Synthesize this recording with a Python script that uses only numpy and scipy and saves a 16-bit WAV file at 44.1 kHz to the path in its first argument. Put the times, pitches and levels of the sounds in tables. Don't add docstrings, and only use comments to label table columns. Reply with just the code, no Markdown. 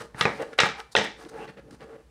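import sys
import numpy as np
from scipy import signal
from scipy.fft import rfft, irfft, next_fast_len
from scipy.io import wavfile
from scipy.ndimage import uniform_filter1d, minimum_filter1d

SR = 44100
rng = np.random.default_rng(int(sys.argv[2]) if len(sys.argv) > 2 else 0)


def file_out(sig):
    cols = np.atleast_2d(sig).T
    lim = np.clip(cols, -1, 1)
    pcm = np.round(lim * 32767).astype(np.int16)
    wavfile.write(sys.argv[1], SR, pcm)


N = 92610
HIT_GAIN = np.sqrt(SR / 200)

# pitch in Hz, relative level in dB, seconds to fade by 60 dB.
TABLE_NOTES = [(133, -0.5, 0.24), (173, -4, .3), (204.5, -1.5, .3), (442, 3, 0.26), (473.7, 8, 0.2),
               (562.5, 1, 0.3), (777, 0, 0.13), (1223, 6, 0.14), (1673, 2.5, 0.21), (1898, 1.5, 0.27),
               (2224, 1, 0.35), (2342, -1, 0.46), (2738, 2, 0.14), (3500, 3.5, 0.21), (6400, 0.5, .28)]
# (pitch in Hz, lift in dB).
LANDINGS = [(0.146, -38, 0.00145, 16.5, 0.5, -17, -39, -7, -8, [(1810, 7)]),
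            (0.2106, -10.5, 0.0043, -1.5, -9, -0.5, -24.5, -15, -13, [(1270, 10), (1620, 0), (2480, -14),
            (3980, 8)]), (0.2541, -14.5, 0.00095, 5.5, 1.5, -15.5, -32, -0.5, -3.5, [(1230, 11.5),
            (2050, 6), (2480, 17)]), (0.588, -7.5, 0.0051, -17, -5, -0.5, -32, -26, -8.5, [(510, 6),
            (1000, -12), (2750, 4.5), (3850, 3.5)]),
            (0.6013, -11.5, 0.0062, -10, -6.5, -2.5, -17, -14.5, -6, [(1280, 5.5), (2320, 8), (3330, -2),
            (3720, 5.5)]), (0.6344, -14.5, 0.00057, 0.5, -3.5, -21.5, -29, -9.5, -8, [(1280, 14),
            (1880, -17.5), (2520, 5.5)]),
            (0.952, -13.5, 0.003, -3.5, 5.5, -2.5, -33, -8.5, -4, [(1420, 13.5), (1800, -10), (2270, -12),
            (2650, 10), (3600, 9)]), (0.962, -23.5, 0.0089, 4, 0, 3, -7.5, 1, 0, [(6130, 5)]),
            (0.9658, -10.5, 0.0015, -3.5, -6.5, 0, -32, -16.5, -7.5, [(1100, -12), (1895, 12), (3070, 6),
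            (3510, 10.5)]), (0.986, -20, 0.0019, 12.5, 8.5, -0.5, -17, -27, -3.5, [(330, 11)])]


def knocks():
    out, t = np.zeros(N), np.arange(SR // 2) / SR
    graze_s, graze_db, ring_db, room_delay_s = 0.0013, -17, -55, 0.004
    for start, db, spread_s, bass, low, treble, air, chatter_db, room_db, notes in LANDINGS:
        contact = contact_pulse(bass, low, treble, air, notes, note_share=0.96)
        radiated = contact_pulse(bass + 5.5, low, treble, air, notes, note_share=0.39)
        clack = norm(signal.fftconvolve(contact, card_edges(spread_s, chatter_db)))
        ring = sum(amp(level + rng.normal(0, 2.0) - 60 * t / fade_s) * np.sin(2 * np.pi * hz * t)
                   for hz, level, fade_s in TABLE_NOTES)
        brush = rng.standard_normal(512)[:int(graze_s * SR)]
        graze = norm(signal.fftconvolve(contact, brush * np.linspace(0, 1, len(brush))))
        gain = amp(db) * HIT_GAIN
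        add(out, start - graze_s, gain * amp(graze_db) * graze)
        add(out, start, gain * clack)
        add(out, start, gain * amp(ring_db) * signal.fftconvolve(radiated, ring))
        add(out, start + room_delay_s, gain * amp(room_db) * room_echo(radiated))
    return out


def contact_pulse(bass, low, treble, air, notes, note_share):
    tone = [(50, bass - 16.5), (90, bass - 8), (130, bass - 1), (200, bass - 1),
            (300, (bass + low) / 2 - 4), (480, low), (850, low), (1250, 0), (2100, 0),
            (3000, treble), (3900, treble + 1), (4550, (treble + air) / 2 + 1),
            (8000, air + 4), (13000, air - 24), (16000, air - 33)]
    return norm(stack_pulse(tone, [(hz, 73 + 0.029 * hz, note_share * lift) for hz, lift in notes]))


def card_edges(spread_s, chatter_db, size=2048):
    t = np.arange(size) / SR
    hits = clicks(size, per_second=5900) * (t < spread_s) * amp(-4 * t / spread_s)
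    hits[0] = 1
    settle_s = 0.017
    chatter = rng.standard_normal(size) * amp(-60 * t / settle_s)
    spectrum = rfft(norm(hits) + amp(chatter_db) * norm(chatter))
    nearby_power = np.abs(uniform_filter1d(np.abs(spectrum) ** 2, size=9))
    return irfft(spectrum / np.sqrt(nearby_power))[:size // 2]


# pitch in Hz, width in Hz, lift in dB.
STACK_NOTES = [(516, 180, 5), (854, 120, 8.5), (1330, 220, 1), (1795, 270, 4.5), (2133, 49, 3.5),
               (2854, 430, 2), (3920, 370, 0), (5390, 1000, 6.5)]


def stack_pulse(tone, notes=(), size=2048):
    hz = np.fft.rfftfreq(size, 1 / SR)
    lifts = sum(lift * np.exp(-((hz - pitch) / width) ** 2)
                for pitch, width, lift in [*STACK_NOTES, *notes])
    cepstrum = irfft(np.log(amp(along(tone, hz) + lifts)))
    cepstrum[1:size // 2] *= 2
    cepstrum[size // 2 + 1:] = 0
    return irfft(np.exp(rfft(cepstrum)))


# pitch in Hz, width in Hz, relative level in dB.
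WOOD_NOTES = [(305.6, 22, -7), (442, 22.2, 5), (571, 54, -3), (790, 73, -10.5)]


def wood_response(hz):
    return sum((-1) ** k * amp(db) * 1j * hz * width / (pitch ** 2 - hz ** 2 + 1j * hz * width)
               for k, (pitch, width, db) in enumerate(WOOD_NOTES))


# frequency in Hz, relative level in dB.
THUD_TONE = [(40, -18.5), (90, -12.5), (135, 4.5), (200, 2), (290, 3.5), (420, -12), (750, -46.5),
             (2000, -72.5)]
SCRAPE_TONE = [(400, -35), (750, 4), (1000, 2), (1270, 4), (1580, 3.5), (2200, -4.5), (2450, -7.5),
               (2800, -7), (3200, -11), (4000, -17), (6000, -38)]
HISS_TONE = [(2000, -26.5), (4000, 11), (5500, 7.5), (7500, 4), (9600, 4.5), (11000, -6), (14000, -9.5),
             (16000, -25.5)]
# start in seconds (halfway up the swell), length in seconds,
# then the levels of thud, wood, scrape and hiss in dB.
STROKES = [(0, 0.023, -49, -42, -40.5, -49.5), (0.013, 0.046, -51, -45.5, -58, -61),
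           (0.152, 0.042, -53, -49, -50.5, -60), (0.188, 0.049, -49, -61, -34.5, -44.5),
           (0.277, .11, -63.5, -55, -55, -59), (0.388, 0.046, -47, -33.5, -39.5, -57.5),
           (0.418, 0.0079, -62, -57, -38, -48.5), (0.435, 0.099, -61, -48.5, -59, -67),
           (0.526, 0.016, -51, -52, -53, -61), (0.582, 0.011, -70, -61, -30.5, -43),
           (0.653, 0.014, -53, -60, -26.5, -47), (0.776, 0.036, -66, -54, -44.5, -58.5),
           (0.795, 0.0047, -65, -41, -56, -46.5), (0.917, 0.016, -89, -85, -61, -52),
           (1.037, 0.012, -63, -38.5, -39, -43.5), (1.181, 0.059, -58.5, -51, -52.5, -59),
           (1.245, 0.031, -53.5, -48, -55.5, -65), (1.287, 0.012, -60, -61, -54.5, -52),
           (1.318, 0.05, -54, -44.5, -62, -90), (1.337, 0.12, -48, -43.5, -49, -62),
           (1.473, 0.035, -46, -47, -56, -66.5), (1.569, 0.034, -53, -45.5, -58, -75),
           (1.651, 0.094, -49.5, -53.5, -68.5, -82), (1.708, 0.0035, -57, -62, -54, -55),
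           (1.72, 0.033, -54, -66.5, -57, -62.5), (1.804, 0.042, -48.5, -47, -52, -67),
           (1.859, 0.106, -56, -48, -57.5, -73.5), (1.967, 0.049, -60.5, -55, -66, -82.5)]


def rubbing():
    t = np.arange(N) / SR
    layers = np.array([coloured(slips(), THUD_TONE), unit(filtered(slips(), wood_response)),
                       coloured(slips(), SCRAPE_TONE), coloured(slips(), HISS_TONE)])
    swell_share, fade_s = 0.71, 0.0026
    power = np.zeros(layers.shape)
    for start, length, *levels_db in STROKES:
        swell = np.clip((t - start) / (swell_share * length) + 0.5, 0, 1)
        fade = np.exp(-np.maximum(t - start - length, 0) / fade_s)
        power += (amp(levels_db)[:, None] * swell * fade) ** 2
    return (np.sqrt(power) * layers).sum(0)


def slips():
    return clicks(N, per_second=7000)


# start in seconds, length in seconds, pitch in Hz, level in dB.
CARD_SQUEAKS = [(0.177, 0.058, 1300, -40), (0.178, 0.05, 9550, -52), (0.583, 0.008, 9700, -47),
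                (0.394, 0.045, 552, -35), (0.528, 0.013, 1440, -46), (0.763, 0.057, 775, -49.5),
                (1.025, 0.068, 1970, -39), (1.235, 0.054, 315, -50), (1.33, 0.12, 820, -48),
                (1.38, 0.076, 2670, -55)]


def squeaks():
    out, t = np.zeros(N), np.arange(N) / SR
    width_share = 0.1
    for start, length, pitch, db in CARD_SQUEAKS:
        band = unit(filtered(slips(), lambda hz: 1 / (1 + ((hz / pitch - 1) / width_share) ** 2)))
        swell = np.sin(np.pi * np.clip((t - start) / length, 0, 1))
        out += amp(db) * np.sqrt(length * SR) * norm(band * swell)
    return out


# frequency in Hz, relative level in dB.
SCUFF_TONE = [(500, -23.5), (1100, -4), (1600, 2.5), (2300, 3.5), (3200, -3.5), (4300, -8), (5200, -18.5),
              (15000, -41)]
# start in seconds, length in seconds, level in dB.
EDGE_SCUFFS = [(0.529, 0.009, -47), (1.476, 0.028, -49), (1.569, 0.03, -55.5), (1.806, 0.022, -57)]


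def scuffs():
    out, t = np.zeros(N), np.arange(SR // 10) / SR
    for start, length, db in EDGE_SCUFFS:
        catches = clicks(len(t), per_second=2200) * (t < length) * amp(-5.5 * t / length)
        scuff = norm(signal.fftconvolve(stack_pulse(SCUFF_TONE), catches))
        add(out, start, amp(db) * np.sqrt(length * SR) * scuff)
    return out


# frequency in Hz, relative level in dB.
TICK_TONE = [(300, -20), (1200, 3), (3300, 8), (5500, -3), (9000, -26), (15000, -30.5)]
# start in seconds, level in dB.
NAIL_TICKS = [(0.802, -38.5), (1.25, -50), (1.712, -61), (1.829, -59)]


def ticks():
    out = np.zeros(N)
    for start, db in NAIL_TICKS:
        snap = signal.fftconvolve(stack_pulse(TICK_TONE), card_edges(spread_s=0.0013, chatter_db=-4))
        add(out, start, amp(db) * HIT_GAIN * norm(snap))
    return out


# frequency in Hz, seconds to fade by 60 dB.
ROOM_FADES = [(100, 0.13), (260, 0.47), (700, 0.35), (1840, 0.35), (4850, 0.37), (12000, 0.26)]


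def room_echo(x):
    size, build_s = SR // 2, 0.0011
    walls = unit(clicks(size, per_second=1500))
    wash = amp(-1.5) * rng.standard_normal(size)
    hz, t, spectrum = signal.stft(walls + wash, SR, nperseg=256)
    fade = amp(-60 * t / along(ROOM_FADES, hz)[:, None])
    tail = signal.istft(spectrum * fade, SR, nperseg=256)[1]
    build = 1 - np.exp(-np.arange(len(tail)) / SR / build_s)
    return signal.fftconvolve(x, norm(tail * build))


# frequency in Hz, relative level in dB.
RUMBLE_TONE = [(25, -22), (60, 11), (85, -8), (150, -5), (450, -16.5), (1000, -17), (4000, -28.5),
               (10000, -32.5), (15000, -46)]


def room_rumble():
    return amp(-59.5) * coloured(rng.standard_normal(N), RUMBLE_TONE)


def clicks(size, per_second):
    return rng.standard_normal(size) * (rng.random(size) < per_second / SR)


def amp(db):
    return 10 ** (np.asarray(db) / 20)


def unit(x):
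    return x / np.sqrt(np.mean(x ** 2) + 1e-20)


def norm(x):
    return x / (np.linalg.norm(x) + 1e-12)


def along(points, hz):
    frequencies, values = np.transpose(points)
    return np.interp(np.log(hz + 1), np.log(frequencies + 1), values)


def filtered(x, response):
    size = next_fast_len(N + SR // 2)
    return irfft(rfft(x, size) * response(np.fft.rfftfreq(size, 1 / SR)), size)[:N]


def coloured(x, tone):
    return unit(filtered(x, lambda hz: amp(along(tone, hz))))


def add(track, start_s, x):
    i = max(round(start_s * SR), 0)
    track[i:i + len(x)] += x[:N - i]


def scene():
    hits = knocks() + ticks()
    handling = rubbing() + squeaks() + scuffs()
    handling_echo = amp(-8) * room_echo(handling)[:N]
    return (hits + handling + handling_echo + room_rumble())[None]


def record(dry):
    ceiling_db, hold_s, low_cut_hz, top_hz = -3.5, 0.0083, 31, 15880
    hold = int(hold_s * SR)
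    needed_gain = np.minimum(1, amp(ceiling_db) / (np.abs(dry[0]) + 1e-9))
    gain = uniform_filter1d(minimum_filter1d(needed_gain, hold), hold)
    low_cut = signal.butter(2, low_cut_hz, 'high', fs=SR, output='sos')
    return filtered(signal.sosfilt(low_cut, dry[0] * gain), lambda hz: hz < top_hz)[None]


dry = scene()
out = record(dry)
file_out(out)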